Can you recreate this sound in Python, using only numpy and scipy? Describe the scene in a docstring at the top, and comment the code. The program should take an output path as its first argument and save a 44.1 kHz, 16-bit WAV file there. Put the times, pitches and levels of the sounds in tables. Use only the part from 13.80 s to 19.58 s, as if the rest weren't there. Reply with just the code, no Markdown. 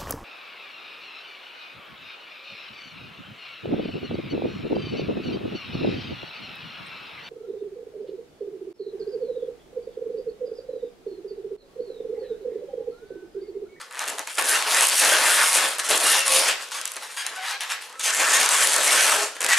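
"""Stick-slip friction of twisted balloons

Long latex balloons are twisted together at a table, about a metre away in a furnished room.
Rubber sticks and slips: dense slips make a rasping crackle, single ones snap, steady ones squeak.
Rubbing and snaps excite resonances of the skin (bright, short) and of the enclosed air (lower);
squeaks are sums of harmonics. An echo and a quiet room tone surround them."""
import sys
import numpy as np
from scipy import signal
from scipy.fft import rfft, irfft, next_fast_len
from scipy.io import wavfile
from scipy.ndimage import uniform_filter1d, map_coordinates

SR = 44100
rng = np.random.default_rng(int(sys.argv[2]) if len(sys.argv) > 2 else 0)


def to_wav(s):
    """Save 16-bit WAV."""
    ch = np.atleast_2d(s).T  # columns
    pcm = np.round(np.clip(ch, -1, 1) * 32767)  # PCM
    wavfile.write(sys.argv[1], SR, pcm.astype(np.int16))


N = 254898

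# Spectrum of the room tone and preamp hiss as heard after the microphone: (frequency [Hz], density [dB per Hz])
HUSH_SPECTRUM = [(15, -76), (25, -38), (363, -6.5), (529, 8), (588, -9), (1280, -16), (9770, -13),
                 (13100, -26), (15000, -69)]
HUSH_DB = -49  # rms level ahead of the microphone
# Decay time of the room's tail: (frequency [Hz], time to fall 60 dB [s])
ROOM_DECAY = [(200, 1), (1500, 0.1), (5000, 0.45), (12000, 0.16)]
# Gain of the echo: (frequency [Hz], level [dB])
ROOM_GAIN = [(100, -48), (400, -17.5), (1500, -8), (4000, -7), (8000, -9), (13000, -30)]
# Response of the microphone: (frequency [Hz], level [dB])
MICROPHONE_RESPONSE = [(25, -15), (130, -29), (300, -15), (600, 0), (11000, -3.5), (13000, 1), (14500, -22),
                       (15300, -37)]
TOP_HZ = 15380  # upper band limit

# Steady stick-slip tones:
# (time [s], length [s], start frequency [Hz], end frequency [Hz], level [dB], overtone share [ratio])
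SQUEAK_TONES = [(0.678, 0.038, 1600, 1510, -27, 0.3), (0.745, 0.024, 2810, 2830, -23, 0.2),
                (0.942, 0.056, 1687, 2070, -24, 0.3), (2.23, 0.25, 507, 562, -39.5, .4),
                (2.254, 0.054, 2790, 2780, -24, 0.6), (2.374, 0.1, 2770, 2700, -26, 0.4),
                (2.493, 0.08, 1102, 1143, -30, 0.5), (2.5, 0.117, 530.5, 537, -27, 0.2),
                (2.945, 0.032, 1140, 1200, -36, 0.78), (3.366, 0.067, 1634, 1666, -34.5, 0.92),
                (3.555, 0.042, 1490, 1500, -37.5, .2), (3.571, 0.093, 740, 767, -36, 0.7),
                (3.648, 0.086, 958, 953, -42, 1.05), (3.716, 0.057, 796, 803, -38.5, 1),
                (3.715, 0.045, 2010, 2180, -37, 0.46), (4.137, 0.17, 1310, 1280, -43.5, 0.1),
                (4.529, 0.065, 1008, 1144, -27.5, 0.7), (4.53, 0.051, 1775, 1866, -21.5, 0.6),
                (1.317, 0.039, 1564, 1562, -20.5, 0.1), (5.074, 0.029, 2150, 2190, -22, .2),
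                (5.173, 0.063, 1564, 1540, -24.5, 0.1), (5.267, 0.057, 1560, 1290, -28, 0.1),
                (5.343, 0.12, 417, 413.5, -27, 0.4), (5.683, 0.059, 2060, 1840, -21.5, 0.1)]

# Loudest single slips, levels ahead of the resonator gains:
# (time [s], skin flick level [dB], air knock level re flick [dB])
SINGLE_SNAPS = [(0.0152, -24, -10), (0.1106, -30, -8), (0.1253, -28, -7), (0.1344, -34, 1),
                (0.193, -10, -13), (0.2046, -20, 1), (0.217, -23, -4), (0.2264, -25, -6), (0.2554, -24, -7),
                (0.2624, -24, -7), (0.2714, -26, -4), (0.2785, -13, -16), (0.284, -12, -14),
                (0.2934, -17, -14), (0.2976, -16, -14), (0.301, -17, -19), (0.384, -17, -4),
                (0.3932, -13, -12), (0.4736, -18, -4), (0.555, -19, -13), (0.574, -20, -6),
                (0.612, -12, -7), (0.624, -10, -3.5), (0.782, -17, -11), (0.8245, -12, -4.5),
                (0.9463, -3.5, -15), (1.009, -2, -16.5), (1.0158, -13, -12), (1.0234, -3.5, -15),
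                (1.0403, -8, -11), (1.0523, -5, -21), (1.0699, -2, -22), (1.0832, -7, -21),
                (1.0877, -6, -22), (1.0978, -6, -18), (1.7302, -10, -13), (1.8437, -22, -12),
                (1.9843, -13.5, -11), (1.9939, -13, -15), (2.0448, -21, -10), (2.0917, -13, -18),
                (2.0935, -19, -12), (2.178, -5, -13), (2.2024, -12, -16), (2.209, -10, -12),
                (2.3834, -8, -9), (2.3925, -6.5, -18), (2.4045, -12, -12), (2.476, -18, -14),
                (2.4801, -4, -8), (2.684, -13, -19), (2.6874, -6.5, -9), (2.822, -31, -10),
                (2.9117, -27, -9), (2.9186, -23, -15), (3.0139, -13.5, -20), (3.0552, -9.5, -18),
                (3.0772, -15, -20), (3.1181, -15, -21), (3.1378, -26, -19), (3.1586, -21, -11),
                (3.1664, -18.5, -17), (3.2321, -23, 0), (3.3712, -34, -7), (3.4654, -8.5, -16),
                (3.7095, -33, -4), (3.8073, -15, -8), (3.9007, -23, -5), (3.92, -17.5, -2),
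                (4.0243, -33, -9), (4.127, -30, -5), (4.1953, -19, -17), (4.2365, -18, -15),
                (4.3014, -21, -11), (4.3281, -18, -13), (4.348, -13, -10), (4.4017, -12, -8),
                (4.6134, -6, -7), (4.632, -7, -17), (4.6608, -5, -13), (4.6902, -4, -14), (4.792, -12, -13),
                (4.8727, -2, -15), (4.9147, -13, -16), (4.921, -8, -12), (4.934, -5, -17),
                (4.9637, -3, -17), (5.1624, -17, -12), (5.5662, -29, 1), (5.6064, -9.5, -14),
                (5.6172, -10.5, -14), (5.629, -12, 1), (5.6407, -14, -11), (5.6454, -4.5, -12),
                (5.664, -9, -8), (5.689, -10, -7), (5.7714, -13, -11), (5.7754, -14, -11)]
# Runs of nearly evenly spaced slips, levels likewise:
# (time [s], length [s], first rate [1/s], last rate [1/s], flick level [dB], knock level re flick [dB])
CREAK_RUNS = [(.137, .052, 95, 165, -30, 1), (0.579, 0.019, 247, 300, -16, 3),
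              (.637, 0.037, 214, 140, -14, -16), (1.157, 0.042, 190, 350, -13, -15),
              (1.66, 0.09, 180, 290, -28, -14), (2.941, 0.033, 500, 430, -28, -10),
              (4.333, 0.043, 260, 330, -16.5, -17), (4.49, 0.052, 680, 610, -31, -12),
              (4.53, .046, 1100, 910, -20, -14), (5.028, 0.048, 150, 310, -14, -7)]
CREAK_JITTER = 0.04  # standard deviation, as a share of the gap at the last rate
# Bursts of irregular slips: (time [s], length [s], rate [1/s], mean flick level [dB])
FLURRY_BURSTS = [(.195, 0.055, 100, -26), (0.993, .06, 70, -19), (2.103, 0.11, 60, -11.5),
                 (4.583, 0.083, 130, -19), (4.702, 0.11, 76, -12), (4.891, .1, 94, -13),
                 (5.28, 0.17, 36, -30)]
FLURRY_SPREAD_DB, FLURRY_KNOCK_DB = 2.5, -26.5  # spread of flick and knock; mean knock re flick
RASP_DB, RASP_FOLLOWS = -4, 0.3  # a snap's rasp re flick; share of its knock level added to that

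# Resonances of the balloons, low to high: (frequency [Hz], width [Hz], level [dB])
LOW_LOBE_MODES = [(301, 120, -1), (356.7, 6, -0.5), (423, 52, -4.5), (542.5, 21.4, 2.5), (592, 157, -5.5)]
AIR_MODES = [(910, 230, -4), (1112, 34, 4.5), (1243, 277, -2), (1737, 423, 2.5), (2425, 990, -3.5),
             (2780, 53, 0.5)]
CONTACT_MODES = [(2910, 1290, -2.5), (4380, 1230, 1.5), (5124, 1990, -2.5)]
FILM_MODES = [(6660, 2200, 0), (8620, 2130, 0.013)]
SKIN_MODES = [(9340, 2020, -2), (10820, 3020, -2.5), (12180, 5500, -11)]

# Rubbing strokes, one inner table each: (time [s], air level [dB], treble level re air [dB])
RUB_STROKES = [
    [(0.02, -42, -5), (0.024, -43, -7), (0.105, -53, -11)],
    [(0.11, -43, -10), (0.136, -45, -10), (0.15, -38.5, -22), (0.198, -32, -13), (0.242, -30.5, -11),
     (0.25, -36.5, -14), (0.27, -35, -13)],
    [(0.275, -30, -7), (0.369, -45.5, 0), (0.399, -32.5, -8.5), (0.465, -46.5, -1), (0.473, -34.5, -8.5),
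     (0.551, -49.5, 10), (0.575, -38.5, -2)],
    [(0.582, -29, -6), (0.59, -27, -1), (0.628, -29, -7), (0.64, -29, -7), (0.696, -28, 10.5),
     (0.738, -22.5, 0.5), (0.86, -32, -4.5)],
    [(0.87, -26.5, -4), (0.92, -24, 2.5), (1.038, -25, 3.5), (1.082, -34, 6), (1.124, -26, 1),
     (1.176, -32, 11.5), (1.2, -29, 13)],
    [(1.21, -27.5, 8.5), (1.222, -20, 1.5), (1.33, -22.5, 1.5), (1.342, -20.5, -3), (1.362, -22.5, -2),
     (1.558, -23, 4.5), (1.6, -19, -4)],
    [(1.62, -19, -0.5), (1.71, -29.5, 6), (1.764, -23.5, 5), (1.862, -24.5, -3), (1.878, -30, 2.5),
     (1.956, -35, -1.5), (1.97, -36, -10)],
    [(1.98, -41, 2), (1.984, -35, -4), (1.998, -26.5, 2.5), (2.028, -36.5, -4), (2.05, -30, 3),
     (2.085, -33.5, 0)],
    [(2.092, -30, 8.5), (2.106, -24, 1), (2.168, -25.5, -1), (2.184, -31, 1.5), (2.326, -24, 8.5),
     (2.346, -21.5, -0.5), (2.45, -32.5, -3)],
    [(2.46, -29.5, 4), (2.564, -22.5, 4.5), (2.664, -27, -2.5), (2.686, -23, -3), (2.792, -38.5, -11),
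     (2.828, -39.5, 1), (2.905, -45.5, -7)],
    [(2.915, -48, 7), (2.919, -36.5, 4), (2.957, -38, 3), (3.045, -41.5, -6), (3.053, -37, -2),
     (3.133, -45.5, 3), (3.16, -45, 1)],
    [(3.168, -32, -8), (3.194, -44, -6), (3.23, -36, -5), (3.286, -44.5, -1), (3.304, -38, -10),
     (3.314, -41.5, -1), (3.365, -47.5, 2)],
    [(3.372, -32.5, -1.5), (3.432, -35, -4.5), (3.46, -32.5, -10), (3.466, -31, -3), (3.506, -40, -6),
     (3.544, -38.5, -13), (3.56, -40, 0)],
    [(3.575, -35, -11), (3.605, -39, -11), (3.643, -33.5, -6), (3.707, -32.5, -5.5), (3.713, -29.5, -6),
     (3.767, -37.5, -18), (3.8, -40, -19)],
    [(3.808, -27.5, -3), (3.882, -37, -13), (3.914, -32.5, -2), (4.004, -41.5, -20), (4.016, -40.5, 1.5),
     (4.16, -45, -15), (4.19, -56, 6)],
    [(4.197, -37, 6), (4.213, -33.5, 0), (4.227, -41.5, 5), (4.239, -31.5, 9.5), (4.299, -29.5, 2),
     (4.32, -30.5, -4)],
    [(4.33, -30, 1), (4.342, -29.5, -1), (4.408, -23, -2), (4.57, -24.5, 3), (4.576, -24.5, -6),
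     (4.602, -23, -0.5), (4.68, -22.5, -4.5)],
    [(4.7, -25, -1), (4.71, -26, 4), (4.746, -21, 0), (4.768, -25.5, -1), (4.832, -20.5, 3),
     (4.854, -25.5, 5), (5.02, -25, -1.5)],
    [(5.03, -28.5, 7), (5.086, -22.5, 4), (5.342, -23, 1.5), (5.482, -35.5, 0.5), (5.546, -46, 0),
     (5.564, -38.5, -4), (5.6, -46, -7.5)],
    [(5.608, -33, 3), (5.668, -26.5, -7), (5.68, -34.5, -5), (5.69, -25, 1.5), (5.738, -17.5, -4.5),
     (5.76, -25.5, -6), (5.78, -21, -5)],
]
# Level of the low lobes re air: (time [s], level [dB])
LOW_LOBE_LEVEL = [(0, -18), (.2, -14), (.35, 5), (.52, -15), (.62, -1.5), (.85, -9.5), (1, -3.5),
                  (1.17, -8.5), (1.3, -2.5), (1.7, -10.5), (1.82, -2), (2.05, -9), (2.12, 2), (2.42, -8.5),
                  (2.6, -4), (3.1, -11), (3.2, -2), (3.42, -30), (3.5, -4), (3.8, -46), (4.2, -10),
                  (4.4, -7), (4.7, -9), (5, -3), (5.25, -7.5), (5.5, 0.5), (5.68, -2.5), (5.78, -37)]
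# Colour of the treble, skin fizz over film hiss: (time [s], level [dB])
TREBLE_TILT_LEVEL = [(0, -3), (.3, 4), (.5, 2), (.7, 4), (.8, 2), (1, 3), (1.2, 1.5), (1.55, 5), (1.8, 0),
                     (2.05, 0), (2.15, 3), (2.55, 5), (2.8, -6), (3.1, 1), (3.4, 3), (3.8, 1), (4.05, 0),
                     (4.24, -5), (4.3, -9), (4.35, -2), (4.5, -9), (4.85, -0.5), (5.05, -2.5), (5.3, -1),
                     (5.5, -7.5), (5.78, -6)]
# Further gain of the rubbing's rasp: (time [s], level [dB])
RASP_SWELL_LEVEL = [(0, -0.5), (.3, -0.5), (.59, -0.5), (.75, 0.5), (1.1, 3), (1.4, -0.5), (2, 0.5),
                    (2.9, 3.5), (3.3, 0), (3.55, -1.5), (3.72, 3.5), (3.85, 0), (3.92, 5), (4.15, -1.5),
                    (4.24, 2.5), (4.3, 4.5), (4.33, -6), (4.45, -0.5), (5, -0.5), (5.78, 0.5)]
# Resonators above the air: (level re air [dB], share of the treble swing followed [ratio])
CONTACT_FOLLOWS, FILM_FOLLOWS, SKIN_FOLLOWS = (0, 0.36), (-1.3, 0.95), (-1.15, 1.08)


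def amp(db):
    """Logarithmic level: decibels become an amplitude ratio."""
    return 10 ** (np.asarray(db) / 20)


def unit(x):
    """Normalisation to a root-mean-square of one."""
    return x / np.sqrt(np.mean(x ** 2) + 1e-20)


def along(points, hz):
    """Interpolation of (frequency, value) points on a logarithmic frequency axis."""
    point_hz, value = np.transpose(points)
    return np.interp(np.log(hz + 1), np.log(point_hz + 1), value)


def filtered(x, response):
    """Linear filtering: the spectrum is multiplied by a complex frequency response."""
    m = next_fast_len(N + SR // 2)
    hz = np.fft.rfftfreq(m, 1 / SR)
    return irfft(rfft(x, m) * response(hz), m)[..., :N]


def ringing(x, modes):
    """Modal superposition: a bank of damped resonances answers in parallel, with alternating sign."""
    def response(f):
        total = 0
        for k, (centre, width, db) in enumerate(modes):
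            damping = 1j * f * width
            total = total + (-1) ** k * amp(db) * damping / (centre * centre - f * f + damping)
        return total
    return filtered(x, response)


def shudder(pushes, decay_s):
    """Decaying friction chatter: every push lets the rubber move to and fro for a moment."""
    fade = np.exp(-np.arange(SR // 20) / SR / max(decay_s, 1e-4))
    random_sign = np.sign(rng.standard_normal(N))
    return signal.fftconvolve(pushes, fade)[:N] * random_sign


def hush():
    """Stationary background noise: mostly common to both sides, with a small independent part."""
    noise = rng.standard_normal(N) + 0.19 * rng.standard_normal((2, N))
    # the microphone response is divided out here, as record() applies it again
    shaped = filtered(noise, lambda hz: amp(along(HUSH_SPECTRUM, hz) - along(MICROPHONE_RESPONSE, hz)))
    return amp(HUSH_DB) * unit(shaped)


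def room(x):
    """Reverberation: walls and table answer with noise tails, independent per side, new as the hands move."""
    out = np.zeros((2, N + SR))
    step = SR // 4
    for start in range(0, N, step):
        hz, t, z = signal.stft(rng.standard_normal((2, SR // 2)), SR, nperseg=256)
        z = z * amp(-60 * t / along(ROOM_DECAY, hz)[:, None])
        # equal energy in every band, however quickly it decays
        z = z / np.linalg.norm(z, axis=2, keepdims=True)
        z = z * np.sqrt(np.mean(np.abs(z[..., 1]) ** 2))
        tail = signal.istft(z, SR, nperseg=256)[1]
        tail = tail / np.linalg.norm(tail[0])
        wet = signal.fftconvolve(x[None, start:start + step], tail, axes=1)
        out[:, start + 130:][:, :wet.shape[1]] += wet  # the echo starts 130 samples late
    return filtered(out[:, :N], lambda hz: amp(along(ROOM_GAIN, hz)))


def squeaks():
    """Periodic stick-slip: slips in step give a short unsteady tone with a geometric overtone series."""
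    out = np.zeros(N + SR)
    for s, length, start_hz, end_hz, db, share in SQUEAK_TONES:
        n = round(length * SR)
        drift, flutter = (unit(uniform_filter1d(rng.standard_normal(SR // 4), size=300))[:n]
                          for _ in range(2))
        glide_hz = np.linspace(start_hz, end_hz, n) * (1 + 0.0155 * drift)
        phase = 2 * np.pi * np.cumsum(glide_hz) / SR
        tone = sum(share ** k * np.sin((k + 1) * phase + k * k) for k in range(5))
        envelope = np.sin(np.linspace(0, np.pi, n)) ** 0.11  # nearly flat, with quick ends
        out[round(s * SR):][:n] += amp(db + 1.2 * flutter) * envelope * tone
    return out[:N]


def creak_rows():
    """Quasi-periodic relaxation: each run is spelled out as single slips, nearly alike."""
    rows = []
    for s, length, first_hz, last_hz, db, knock_db in CREAK_RUNS:
        turns = np.cumsum(np.linspace(first_hz, last_hz, round(length * SR))) / SR
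        at = s + np.flatnonzero(np.diff(np.floor(turns))) / SR  # one slip per whole turn
        chance = rng.standard_normal((60, 2))[:len(at)]
        for t, (delay, size) in zip(at, chance):
            rows.append((t + CREAK_JITTER / last_hz * delay, db + 1.6 * size, knock_db))
    return rows


def flurry_rows():
    """Poisson process: slips follow at exponential gaps, with random size and knock."""
    rows = []
    for s, length, rate_hz, db in FLURRY_BURSTS:
        gap = rng.exponential(size=40)
        size, knock = FLURRY_SPREAD_DB * rng.standard_normal((2, 40))
        at = np.cumsum(gap) / rate_hz
        rows += [(s + t, db + a, FLURRY_KNOCK_DB + b) for t, a, b in zip(at, size, knock) if t < length]
    return rows


def snaps():
    """Impulse response: a single slip flicks the skin sharply, and the enclosed air carries on a knock."""
    rows = list(SINGLE_SNAPS) + creak_rows() + flurry_rows()
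    s, flick_db, knock_db = np.transpose(rows)
    rasp_db = RASP_DB + RASP_FOLLOWS * knock_db

    def struck(modes, db, decay_s):
        """Impact excitation: the release itself and its chatter drive one resonator."""
        pushes = np.bincount(np.round(s * SR).astype(int), amp(db), N)[:N]
        return ringing(3 * pushes + 0.94 * shudder(pushes, decay_s), modes)

    return (struck(SKIN_MODES, flick_db + 8.5, decay_s=0.0011)
            + struck(FILM_MODES, flick_db + 2.0, decay_s=0.0011)
            + struck(CONTACT_MODES, flick_db + rasp_db + 7.5, decay_s=0.00096)
            + struck(AIR_MODES, flick_db + knock_db + 12, decay_s=0.00086))


def slipping(rate_hz, wander_db, jitter):
    """Relaxation oscillation: at one contact patch tension builds and lets go at a wandering rate."""
    wander = map_coordinates(rng.standard_normal(N // 2000 + 4), [np.arange(N) / 2000])
    growth = rate_hz * amp(wander_db * wander) / SR
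    tension = np.cumsum(growth + jitter / 20 * rng.standard_normal(N))
    return np.diff(np.floor(np.maximum.accumulate(tension)), prepend=0) > 0  # a slip at each whole unit


def patchy(x, depth_db):
    """Time-varying spectrum: a random gain field shifts the colour as the lobes are squeezed."""
    z = signal.stft(x, nperseg=256)[2]
    field = uniform_filter1d(rng.standard_normal(z.shape), size=3, axis=0)  # over frequency
    field = uniform_filter1d(field, size=24, axis=1)  # over time
    return signal.istft(z * amp(depth_db * unit(field)), nperseg=256)[1][:N]


def rubbing():
    """Source and resonator: slips of two patches reach five resonators, each at its own strength."""
    s, air_db, treble_db = np.transpose(np.concatenate(RUB_STROKES))
    t = np.arange(N) / SR
    air_db, treble_db = np.interp(t, s, air_db), np.interp(t, s, treble_db)
    low_db = np.interp(t, *np.transpose(LOW_LOBE_LEVEL))
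    tilt_db = np.interp(t, *np.transpose(TREBLE_TILT_LEVEL))
    rasp_db = np.interp(t, *np.transpose(RASP_SWELL_LEVEL))
    times = (slipping(rate_hz=330, wander_db=3, jitter=0.4)
             | slipping(rate_hz=600, wander_db=4, jitter=0.6))
    slips = times * amp(3.1 * rng.standard_normal(N))

    def above(follows):
        """Level rule: an offset from the air plus a share of the treble swing."""
        offset_db, share = follows
        return air_db + offset_db + share * treble_db

    def voice(modes, db, decay_s, smooth, patchy_db):
        """Forced resonance: slips, chatter and hiss drive one resonator at a moving level."""
        pushes = slips * amp(0.88 * rng.standard_normal(N))
        chatter = unit(1.18 * pushes + shudder(pushes, decay_s))
        drive = chatter + smooth * rng.standard_normal(N)  # countless tiny slips merge into hiss
        return amp(db) * unit(ringing(patchy(drive, patchy_db), modes))

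    low_level, contact_level = air_db + low_db, above(CONTACT_FOLLOWS) + rasp_db
    film_level = above(FILM_FOLLOWS) - tilt_db / 2
    skin_level = above(SKIN_FOLLOWS) + tilt_db / 2
    return (voice(AIR_MODES, air_db, decay_s=0.00076, smooth=1.0, patchy_db=2.5)
            + voice(LOW_LOBE_MODES, low_level, decay_s=0.0011, smooth=0.87, patchy_db=0.5)
            + voice(CONTACT_MODES, contact_level, decay_s=0.00027, smooth=1.0, patchy_db=2.0)
            + voice(FILM_MODES, film_level, decay_s=0.00012, smooth=0.51, patchy_db=3.5)
            + voice(SKIN_MODES, skin_level, decay_s=0.00026, smooth=0.56, patchy_db=1.0))


def scene():
    """Superposition: the balloons a little left of centre, their echo, and the room tone."""
    balloons = rubbing() + snaps() + squeaks()
    direct = balloons * amp([[0.45], [-0.45]])  # left and right [dB]
    return direct + room(balloons) + hush()


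def record(dry):
    """Transduction: a microphone thin in the bass, a preamp that rounds peaks lopsidedly, a band limit."""
    x = filtered(dry, lambda hz: amp(along(MICROPHONE_RESPONSE, hz)))
    x = x / (1 + np.abs(x / 0.72) ** 5) ** (1 / 5)  # peaks approach 0.72
    x = x + 0.007 * x * x  # slight asymmetry
    return filtered(x, lambda hz: (hz > 15) * (hz < TOP_HZ))


dry = scene()
out = record(dry)
to_wav(out)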